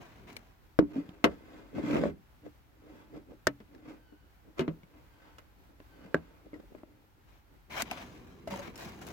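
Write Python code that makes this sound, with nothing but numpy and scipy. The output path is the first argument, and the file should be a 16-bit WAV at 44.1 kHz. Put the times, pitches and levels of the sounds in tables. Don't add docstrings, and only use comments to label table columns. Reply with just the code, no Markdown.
import sys
import numpy as np
from scipy import signal
from scipy.fft import rfft, irfft, next_fast_len
from scipy.io import wavfile
from scipy.ndimage import uniform_filter1d

SR = 44100
rng = np.random.default_rng(int(sys.argv[2]) if len(sys.argv) > 2 else 0)


def to_wav(s):
    ch = np.atleast_2d(s).T
    pcm = np.round(np.clip(ch, -1, 1) * 32767)
    wavfile.write(sys.argv[1], SR, pcm.astype(np.int16))


N = 402191
TIME = np.arange(N) / SR
PIVOT_HZ = 1000
ZONE_EDGES = [90, 220, 450, 1250, 2400, 7000, 16000]
# frequency in Hz, relative level in dB.
DRAG_SPECTRUM = [(50, -32.5), (100, -14), (200, -9), (290, -3), (480, -10.5), (560, -10.5), (800, -21.5),
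                 (1300, -23.5), (2200, -27.5), (3200, -32.5), (5000, -38.5), (7500, -44), (9500, -51.5),
                 (15000, -53)]
# frequency in Hz, relative level in dB.
RUBBING_SPECTRUM = [(300, -4), (700, 7), (1400, 2), (2400, -2), (3400, -8), (5000, -9.5), (7000, -10.5),
                    (9000, -19), (12000, -15.5), (15500, -16.5)]


def undb(db):
    return 10 ** (np.asarray(db) / 20)


def unit(x):
    return x / np.sqrt(np.mean(x ** 2))


def steady(x, size=1500):
    power = x ** 2
    running = uniform_filter1d(np.mean(power, axis=0), size)
    return x / np.sqrt(running + 1e-3 * np.mean(power))


def add(track, s, sound):
    i = max(int(s * SR), 0)
    track[:, i:i + sound.shape[1]] += sound[:, :max(N - i, 0)]


def along(points, hz):
    f, value = np.transpose(points)
    return np.interp(np.log(np.maximum(hz, 1)), np.log(f), value)


def colour(x, points, size=4096):
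    log_gain = np.log(undb(along(points, np.fft.rfftfreq(size, 1 / SR))))
    cepstrum = irfft(log_gain)
    cepstrum[1:size // 2] *= 2
    cepstrum[size // 2 + 1:] = 0
    impulse_response = irfft(np.exp(rfft(cepstrum)))
    return signal.fftconvolve(x, impulse_response[None], axes=1)[:, :x.shape[1]]


def cut(x, hz, kind, order=4):
    return signal.sosfilt(signal.butter(order, hz, kind, fs=SR, output="sos"), x)


def resonate(x, hz, q):
    return unit(signal.lfilter(*signal.iirpeak(hz, q, fs=SR), x))


def diffuse(n, likeness=0.52):
    gap_m, sound_speed = 0.18, 343
    size = next_fast_len(n, True)
    coherence = np.sinc(2 * np.fft.rfftfreq(size, 1 / SR) * gap_m / sound_speed)
    alike = min(likeness, 0.99) * coherence
    mid, side = rfft(rng.standard_normal((2, size))) * np.sqrt([1 + alike, 1 - alike])
    return unit(irfft([mid + side, mid - side], size)[:, :n])


def walk(rate):
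    k = int(SR / rate)
    held = np.repeat(rng.standard_normal(N // k + 1), k)
    return unit(uniform_filter1d(held, k)[:N])


def follow(s, db):
    return undb(np.interp(TIME, s, db, left=-np.inf, right=-np.inf))


def stroke(s, length, swell_db=0):
    attack_s, release_s = 0.013, 0.011
    t = TIME - s
    attack = np.clip(t / attack_s, 0, 1)
    hold = undb(swell_db * np.clip(t, 0, length))
    release = np.exp(-np.clip((t - length) / release_s, 0, 20))
    return attack * hold * release


def slips(rate, scatter_db):
    chance = rng.random(N) < rate / SR
    return chance * undb(scatter_db * np.clip(rng.standard_normal(N), -2, 2))


def pops():
    # start in seconds, level in dB, brightness in dB per octave, ring time factor,
    # direct snap in dB before balancing, flex mode in Hz, its weight in dB, rib mode in Hz, its weight in dB,
    # bite around 3 kHz in dB, treble left minus right in dB.
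    releases = [(0.7896, -21.5, -1.54, 0.96, 22, 313.5, 3.5, 540, -8, -5.5, 1.5),
                (0.825, -49.5, -5, 1.86, 7, 291, 18.5, 544, -11, 2, 1),
                (1.091, -60.5, 3, 0.21, 8, 177, 11, 860, -9, 11, -5),
                (1.2418, -18.5, 1.5, 0.94, 4, 292, -13, 2050, -13.5, 2.5, 5),
                (1.2487, -35, -0.5, 1.5, -9, 302, -14, 1140, -14, -19, 0),
                (1.783, -43, -4.5, 1.5, 11, 323, -10, 572, 2, -7, 14),
                (1.837, -50.5, -6, 1.4, 12, 281, 9, 556, -5, 0, -6),
                (1.9091, -46.5, 1.5, 0.62, 23, 306, 3, 2400, -9.5, 6, 8),
                (1.93, -41.5, -6, 1.6, 12, 314, 2, 1350, -9, 0, 2),
                (1.956, -34.5, -2, 1.2, 16, 300, -10, 624, -3, -9, -7),
                (1.969, -43, -6, 1.1, 15, 298, 4.5, 2600, -7, -1, 11),
                (2.037, -33, -2.5, 1.35, 18.5, 280, -18, 569, -0.5, -11, -5),
                (2.055, -41.5, -3, 2, 18, 258, -2, 578, 6, -4, 11),
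                (3.4699, -25, 5, 0.53, 30, 278, -7.5, 1537, -6, -10.5, 5),
                (3.473, -27.5, 2, 0.92, 19.5, 635, -19, 1787, -9, -0.5, 5.5),
                (3.6027, -56, 0.5, 1.05, 9, 215, 1, 2070, -14, 4, 0),
                (3.749, -60.5, 2.5, 0.36, 22, 287, -19, 1690, -9, -2, 6),
                (4.124, -63.5, -4, 1.3, 12, 297, 5.5, 1540, -16, 7, 6.5),
                (4.5935, -32, 1, 1.63, 14.5, 374.5, 2, 2460, -32, 3.5, 9.5),
                (4.607, -40.5, 2.5, 1.25, 6, 165, -2, 1260, -31, 2, -1),
                (4.679, -38.5, -2.5, 1.1, 10.5, 316.5, 2, 1910, -21, 5, 10),
                (4.833, -63, 2, 0.91, 13, 168, 6, 2210, -5.5, 2, 2),
                (5.3837, -53.5, 5, 0.96, 4, 307, -27.5, 1340, -4.5, -0.5, -1.5),
                (5.802, -56, 0.8, 0.65, 19, 289, -3.5, 955, -17.5, 1, 3.5),
                (6.1444, -28, -0.5, 0.43, 29, 602, -6.5, 1626, -4, -4.5, -9.5),
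                (6.1532, -39, -3.5, 1.06, 14, 309, -3, 1566, -4.5, -5, -2),
                (6.165, -52, 0.5, 1.4, 9, 402, -5, 1650, -5, 4, 0),
                (6.532, -53, -4.5, 1.6, 14, 294, 6.5, 2130, -13, 1, 10),
                (6.541, -56.5, 2, 1.6, 11, 297, 8, 1950, -3, -5, 9),
                (6.749, -54.5, -3, 0.87, 20, 330, -8, 605, -5, 4, 8),
                (6.834, -59, -3.5, 0.61, 22, 330, 1, 593, 3, 4, 9)]
    balance = [-12, -2, -5.5, -11.5, -17.5, -34]
    flex_t60_s, rib_t60_s = 0.085, 0.042
    bite_hz, bite_span = 3000, 1.6
    out = np.zeros((2, N))
    for s, db, brightness, ring, snap_db, flex_hz, flex_db, rib_hz, rib_db, bite_db, pan_db in releases:
        favoured = [(flex_hz, flex_db, flex_t60_s), (rib_hz, rib_db, rib_t60_s)]
        bite = [(bite_hz / bite_span, 0), (bite_hz, bite_db), (bite_hz * bite_span, 0)]
        knock = blow(balance, brightness, ring, snap_db, favoured, pan_db)
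        add(out, s, undb(db) * colour(knock, bite))
    return out


def blow(balance_db, brightness, ring, snap_db, favoured, pan_db):
    # frequency in Hz, relative level in dB.
    plastic = [(35, -19.5), (70, -7), (120, -17), (170, -1), (290, -5), (430, -1.5), (630, 0), (800, -10),
               (1000, -4), (1600, -9.5), (2800, -17.5), (3400, -22), (5200, -27.5), (7500, -33.5),
               (9500, -41.5), (13000, -40.5), (16000, -49)]
    knee_hz = 262
    edges = np.array(ZONE_EDGES)
    centres = np.sqrt(edges[1:] * edges[:-1])
    levels_db = balance_db + brightness * np.log2(np.maximum(centres, knee_hz) / PIVOT_HZ)
    out = colour(panel(ring, contact_db=snap_db, modes_db=-15.5), plastic)
    for _ in range(2):
        out = colour(out, np.c_[centres, levels_db - zone_db(out)])
    t = np.arange(out.shape[1]) / SR
    for hz, db, t60 in favoured:
        tone = mode(t, hz, t60 * ring, port_phase=min(hz / PIVOT_HZ, 1))
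        out = out + undb(db) * tone / np.linalg.norm(undb(zone_db(tone)))
    left = colour(out[[0]], [(900, 0.005), (4500, pan_db / 2)])
    right = colour(out[[1]], [(900, 0.005), (4500, -pan_db / 2)])
    return np.concatenate([left, right])


def panel(ring, contact_db, modes_db, count=9000):
    # frequency in Hz, relative weight in dB, t60 in seconds before the ring time factor.
    modes = [(162.7, -8, 0.11), (233, -9, 0.043), (303, -2, 0.13), (398, -4, 0.11), (552, -8, 0.077),
             (900, -2.5, 0.099), (1120, -17.5, 0.062), (1310, -6, 0.11), (1517, -4.5, 0.048),
             (2061, -3.5, 0.1), (2170, -2, 0.026), (2550, -9, 0.11), (2914, -1, 0.071), (4200, -7.5, 0.046)]
    # frequency in Hz, t60 in seconds before the ring time factor.
    footwell = [(100, 0.33), (260, 0.14), (700, 0.12), (1840, 0.089), (4850, 0.046), (12800, 0.056)]
    t = np.arange(count) / SR
    f = np.fft.rfftfreq(count, 1 / SR)
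    noise = rfft(diffuse(count, likeness=0.39))
    centres = np.geomspace(100, 12800, 8)
    out = np.zeros((2, count))
    for hz, share in zip(centres, np.eye(len(centres))):
        band = irfft(noise * along(np.c_[centres, share], f), count)
        near_decay = 1000 ** (-t / (ring * along(footwell, hz)))
        cabin_decay = undb(-30.0) * 1000 ** (-t / 0.13)
        out += band * (near_decay + cabin_decay)
    for hz, db, t60 in modes:
        detuned_hz = hz * (1 + 0.0018 * rng.standard_normal())
        out += undb(modes_db + db) * mode(t, detuned_hz, ring * t60)
    out += undb(contact_db - 6.5) * diffuse(count) * np.exp(-t / 0.0025)
    out[:, 0] += undb(contact_db)
    return out


def mode(t, hz, t60, port_phase=0.79):
    onset = 1 - np.exp(-(2 * np.pi * hz * t) ** 2)
    phase = port_phase * rng.standard_normal((2, 1))
    return onset * np.sin(2 * np.pi * hz * t + phase) * 1000 ** (-t / t60)


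def zone_db(x, size=1323):
    padded = 4 * size
    power = 2 * np.mean(np.abs(rfft(x[:, :size], padded)) ** 2, axis=0) / (padded * size)
    return 10 * np.log10(np.histogram(np.fft.rfftfreq(padded, 1 / SR), ZONE_EDGES, weights=power)[0])


def thuds():
    # start in seconds, frequency in Hz, level in dB, rise in seconds, t60 in seconds.
    pushes = [(0.79, 48, -40, 0.0018, .22), (0.957, 266, -20.5, 0.0059, 0.098),
              (0.98, 287, -20, 0.0046, 0.12), (0.971, 169, -33.5, 0.0092, 0.16),
              (1.096, 183, -45.5, .008, 0.13), (3.47, 128.6, -40, .002, 0.26),
              (3.478, 285, -36.5, 0.0034, 0.24), (4.594, 152, -31, 0.0021, 0.18),
              (4.608, 245.4, -27.5, 0.0029, 0.19), (4.682, 162, -27.5, 0.0035, 0.18),
              (6.046, 190, -41, .005, 0.11), (6.142, 76.6, -38.5, .002, 0.21),
              (6.146, 164.5, -36, 0.0023, 0.2), (7.826, 234, -36, .003, 0.079),
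              (8.034, 247, -39, 0.0021, 0.11), (8.519, 191, -31, 0.0056, 0.14),
              (8.859, 176, -34.5, 0.005, 0.075)]
    out, t = np.zeros((2, N)), np.arange(SR // 2) / SR
    for s, hz, db, rise, t60 in pushes:
        cushion = 1 - np.exp(-(t / rise) ** 2)
        add(out, s, undb(db) * cushion * mode(t, hz, t60, port_phase=0.26))
    return out


def drags():
    # time in seconds, judder level in dB before a 2 dB cut,
    # grit level in dB before a 3 dB lift.
    pull = [(1.72, -54, -79), (1.763, -33, -53), (1.8, -31.5, -52.5), (1.817, -38, -57), (1.84, -32.5, -50),
            (1.955, -25.5, -42), (1.982, -34, -44.5), (2.026, -27.5, -50), (2.04, -31, -45),
            (2.068, -32, -52.5), (2.09, -33, -53), (2.154, -79, -83), (2.16, -68, -77)]
    # peak time in seconds, swell time in seconds, judder level in dB,
    # grit level in dB.
    shifts = [(0.922, 0.0035, -44, -59), (0.976, 0.024, -39, -51.5), (1.11, 0.068, -56.5, -61.5),
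              (1.321, 0.023, -47, -55), (1.561, 0.076, -51.5, -56), (2.466, 0.0084, -41.5, -57.5),
              (2.911, 0.041, -51, -62), (2.995, 0.043, -63, -60.5), (3.165, 0.014, -40, -55.5),
              (3.317, 0.012, -45, -62.5), (3.761, 0.028, -54, -65.5), (3.898, 0.023, -44, -53),
              (4.488, 0.013, -53.5, -73.5), (4.586, 0.0033, -41.5, -42.5), (4.971, 0.028, -58, -62),
              (5.27, 0.054, -62, -59.5), (6.05, 0.042, -53, -59.5), (6.24, 0.16, -60, -64.5),
              (6.467, 0.0059, -49, -69), (6.565, 0.012, -50, -65), (6.601, 0.0035, -47.5, -61),
              (6.643, 0.011, -56.5, -83), (6.723, 0.0052, -50, -72), (6.785, 0.022, -56.5, -65),
              (6.919, 0.058, -61, -75)]
    s, judder_db, grit_db = np.transpose(pull)
    pull_grit = follow(s, grit_db + 3)
    judder_power, grit_power = follow(s, judder_db - 2) ** 2, pull_grit ** 2
    for s, swell, judder_db, grit_db in shifts:
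        near = np.abs(TIME - s) < 10 * swell
        pressure = np.exp(-np.abs((TIME[near] - s) / swell))
        judder_power[near] += pressure * undb(judder_db) ** 2
        grit_power[near] += pressure * undb(grit_db) ** 2
    judder = steady(cut(rub(rate=180, scatter_db=5.5), [115, 750], "band"), size=900)
    grit = steady(cut(rub(rate=2000, scatter_db=1.5), 748, "high"))
    chafe = undb(-16.5) * resonate(grit, 2220, q=9.4)
    return judder * np.sqrt(judder_power) + grit * np.sqrt(grit_power) + chafe * pull_grit


def rub(rate, scatter_db, count=4):
    out = 0
    for _ in range(count):
        pushes = slips(rate / count, scatter_db)
        load = undb(5.69 * walk(25))
        response = colour(panel(0.81, contact_db=2, modes_db=-16.5), DRAG_SPECTRUM)
        loaded = (pushes - pushes.mean()) * load
        out = out + signal.oaconvolve(loaded[None], response, axes=1)[:, :N]
    return out


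def creep():
    texture = unit(cut(colour(diffuse(N), DRAG_SPECTRUM), 600, "low"))
    return texture * stroke(0.47, length=7.3) * undb(-72 + 4 * walk(19))


def taps():
    # start in seconds, level in dB, brightness in dB per octave, ring time factor,
    # case mode in Hz, its weight in dB, treble left minus right in dB.
    ticks = [(0.329, -71, 3, 0.33, 4400, -6, 6), (0.367, -55.5, -0.5, 0.45, 2270, 3.5, 22.5),
             (0.366, -61, 1.5, 0.33, 4330, 6.5, 3), (7.814, -70, 2, 0.27, 3080, 7, 9),
             (7.8208, -40, 2.5, 0.31, 1500, -17, 8), (7.9126, -42.5, -0.5, 0.39, 2580, -0.5, 9),
             (7.917, -51.5, -0.5, 0.72, 744, 9.5, -8), (8.4744, -46.5, -2, 1.4, 652, 5, 1),
             (8.539, -55, 0, 0.66, 940, 10, 3), (8.56, -54, -1.5, 0.64, 890, 6.5, 3),
             (8.592, -50, -2, 1, 6400, -12, 3), (8.676, -53.5, -7.5, 0.55, 2280, -11, 0),
             (8.757, -52.5, 0, 1.2, 5400, -9, 4), (8.777, -56, 1.5, 0.6, 6850, -13, 4),
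             (8.797, -59, 1, 0.46, 885, -11, 5), (8.851, -59, 0.5, 0.46, 2200, -14, 3),
             (9.014, -55, -0.5, 1.9, 730, -6, 3), (9.068, -62, 3.5, 0.8, 7000, -11, 6),
             (9.086, -57, 1, 0.5, 2620, -9, 4)]
    balance = [-12, -8.5, -8.5, -7, -7, -11]
    out = np.zeros((2, N))
    for s, db, brightness, ring, hz, mode_db, pan_db in ticks:
        favoured = [(hz, mode_db, 0.04)]
        add(out, s, undb(db) * blow(balance, brightness, ring, -7.5, favoured, pan_db))
    return out


def fingers_and_sleeve():
    # start in seconds, length in seconds, rasp level in dB at the start, swell in dB per second,
    # hiss against rasp in dB, left minus right in dB, ring of the rubbed spot in Hz,
    # its level against rasp in dB, crackle against rasp in dB. The row at 7.269 is the sleeve.
    slides = [(0, 0.26, -54, -48, -15, 3, 2100, -23, -13), (0.267, 0.037, -58, 94, -11, 4.5, 2170, -4, -13),
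              (0.312, 0.24, -59.5, -61, -13, 2.5, 1400, -24, -3),
              (7.269, 0.13, -70, -13, -11.5, 6, 2990, -14.5, -11),
              (7.695, 0.12, -50, 122.5, -11.5, 4.5, 2470, -12.5, -12),
              (7.849, 0.18, -55.5, -9, -21, 5, 2800, -7, -6),
              (7.898, 1, -51, -30.5, -10.5, 3, 2480, -20, -22),
              (8.497, 0.098, -50, -5, -11.5, 4, 2230, -16, -2),
              (8.608, 0.074, -51, 25, -14, 5, 2300, -14, -12),
              (8.685, 0.13, -60.5, -59, -16, -1, 2380, -21, -6),
              (8.78, 0.074, -49, 8, -9, 3, 4350, -13, -13),
              (8.862, 0.16, -51, -54, -11, 2, 2420, -24, -4.5),
              (9.014, 0.1, -54, 26, -8.5, 4, 3000, -28, -4)]
    friction, grains = ridges_on_case(), crackle()
    stutter = undb(1.4 * walk(70))
    rasp = steady(cut(friction, [520, 4000], "band")) * stutter
    hiss = steady(cut(friction, 4200, "high")) * stutter
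    out = np.zeros((2, N))
    for s, length, db, swell_db, hiss_db, pan_db, spot_hz, spot_db, crackle_db in slides:
        lean = np.array([[pan_db], [-pan_db]]) / 2
        spot = resonate(rasp + hiss / 2, spot_hz, q=1.6)
        rubbing = rasp + undb(hiss_db) * hiss + undb(spot_db) * spot + undb(crackle_db) * grains
        out += stroke(s, length, swell_db) * undb(db + lean) * rubbing
    return out


def ridges_on_case(count=7):
    t, out = np.arange(1024) / SR, 0
    for _ in range(count):
        catches = slips(rate=2600, scatter_db=2) * rng.standard_normal(N)
        spot = diffuse(len(t)) * np.exp(-t / 0.0035)
        load = undb(6 * walk(20))
        out = out + signal.oaconvolve((catches * load)[None], spot, axes=1)[:, :N]
    return colour(out, RUBBING_SPECTRUM)


def crackle(count=5):
    t, out = np.arange(512) / SR, 0
    for _ in range(count):
        spot = diffuse(len(t)) * np.exp(-t / 0.002)
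        catches = slips(260 / count, scatter_db=4.5)
        out = out + signal.oaconvolve(catches[None], spot, axes=1)[:, :N]
    return steady(cut(colour(out, RUBBING_SPECTRUM), 450, "high"), size=4000)


def sticking():
    # start in seconds, length in seconds, level in dB.
    scrapes = [(8.468, 0.016, -45), (8.503, 0.044, -40.5), (8.586, 0.014, -38.5)]
    # frequency in Hz, width in Hz, relative level in dB.
    resonances = [(564.5, 9.9, 10.5), (692, 14, -2), (916, 17, 5), (2040, 34, -4), (2650, 130, -14),
                  (3970, 90, -15), (4700, 55, -13), (6390, 43, -22)]
    catches = diffuse(N) * slips(rate=1600, scatter_db=-1.0)
    ring = sum(undb(db) * resonate(catches, hz, hz / width) for hz, width, db in resonances)
    return steady(ring) * sum(undb(db) * stroke(s, length) for s, length, db in scrapes)


def grip():
    # time in seconds,
    # rumble level in dB before a 1 dB cut.
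    grip_shifts = [
        [(0.0, -45), (0.024, -56), (0.11, -60.5), (0.322, -51.5), (0.404, -60.5), (0.47, -67), (0.514, -73),
         (0.6, -86)],
        [(7.68, -62.5), (7.732, -49), (8.428, -53.5), (8.532, -44.5), (8.8, -53), (8.868, -45.5),
         (8.928, -50.5), (9.12, -46)],
    ]
    # frequency in Hz, relative level in dB.
    rumble_spectrum = [(18, -27), (30, -1), (128, -1), (196, 1.5), (243, 1), (389, -2), (502, -8.5),
                       (579, -17.5), (900, -36), (1170, -13), (1980, -120)]
    rumble = steady(colour(diffuse(N, likeness=0.89), rumble_spectrum))
    return rumble * undb(-1) * sum(follow(*np.transpose(points)) for points in grip_shifts)


def sleeves():
    cloth = [(100, -30.0), (300, 7.0), (700, -7.0), (1600, -4.5), (3200, -11), (8000, -21.5), (15000, -32.0)]
    waver = undb(2.2 * walk(10))
    return unit(colour(diffuse(N), cloth)) * waver * undb(-78)


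def cabin():
    # frequency in Hz, relative level in dB.
    air_spectrum = [(13, -37.5), (22, -3), (49, 4), (87, -6), (118, -7.5), (160, -14), (467, -31.5),
                    (598, -25), (832, -19.5), (1010, -23), (1190, -25), (1360, -22.5), (1750, -26),
                    (4220, -35), (9500, -43.5), (13000, -36.5), (15800, -37)]
    return unit(colour(diffuse(N), air_spectrum, size=16384)) * undb(-59 + walk(10.0))


def bird():
    # start in seconds, starting pitch in Hz, level in dB.
    cries = [(3.975, 1575, -72.5), (5.098, 1605, -72.5), (5.88, 1565, -69.5)]
    harmonics = [0, -7, -13]
    length_s, fall, hoarseness = 0.2, 0.12, 0.011
    echo_s, echo_db, tail_t60_s, tail_db = 0.125, -6, 0.9, 1
    out, t = np.zeros((2, N)), np.arange(int(0.7 * SR)) / SR
    progress = np.minimum(t / length_s, 1)
    envelope = np.sqrt(np.maximum(np.sin(np.pi * progress), 0))
    for s, hz, db in cries:
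        pitch = hz * (1 - fall * progress ** 1.4 + hoarseness * walk(500)[:len(t)])
        phase = 2 * np.pi * np.cumsum(pitch) / SR
        flutter = undb(2.5 * walk(60)[:len(t)])
        voice = sum(undb(harmonic_db) * np.sin(k * phase) for k, harmonic_db in enumerate(harmonics, 1))
        cry = envelope * flutter * voice
        tail = diffuse(len(t)) * 1000 ** (-t / tail_t60_s)
        tail = tail / np.linalg.norm(tail[0])
        heard = cry + undb(tail_db) * signal.fftconvolve(cry[None], tail, axes=1)[:, :len(t)]
        add(out, s, undb(db) * heard)
        add(out, s + echo_s, undb(db + echo_db) * heard)
    return out


def scene():
    trim = pops() + thuds() + drags() + creep()
    handling = taps() + fingers_and_sleeve() + sticking() + grip()
    return trim + handling + sleeves() + cabin() + bird()


def record(dry):
    without_bass = cut(dry, 46, "high", order=3)
    return signal.sosfilt(signal.ellip(8, 0.2, 70, 16100, fs=SR, output="sos"), without_bass)


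dry = scene()
out = record(dry)
to_wav(out)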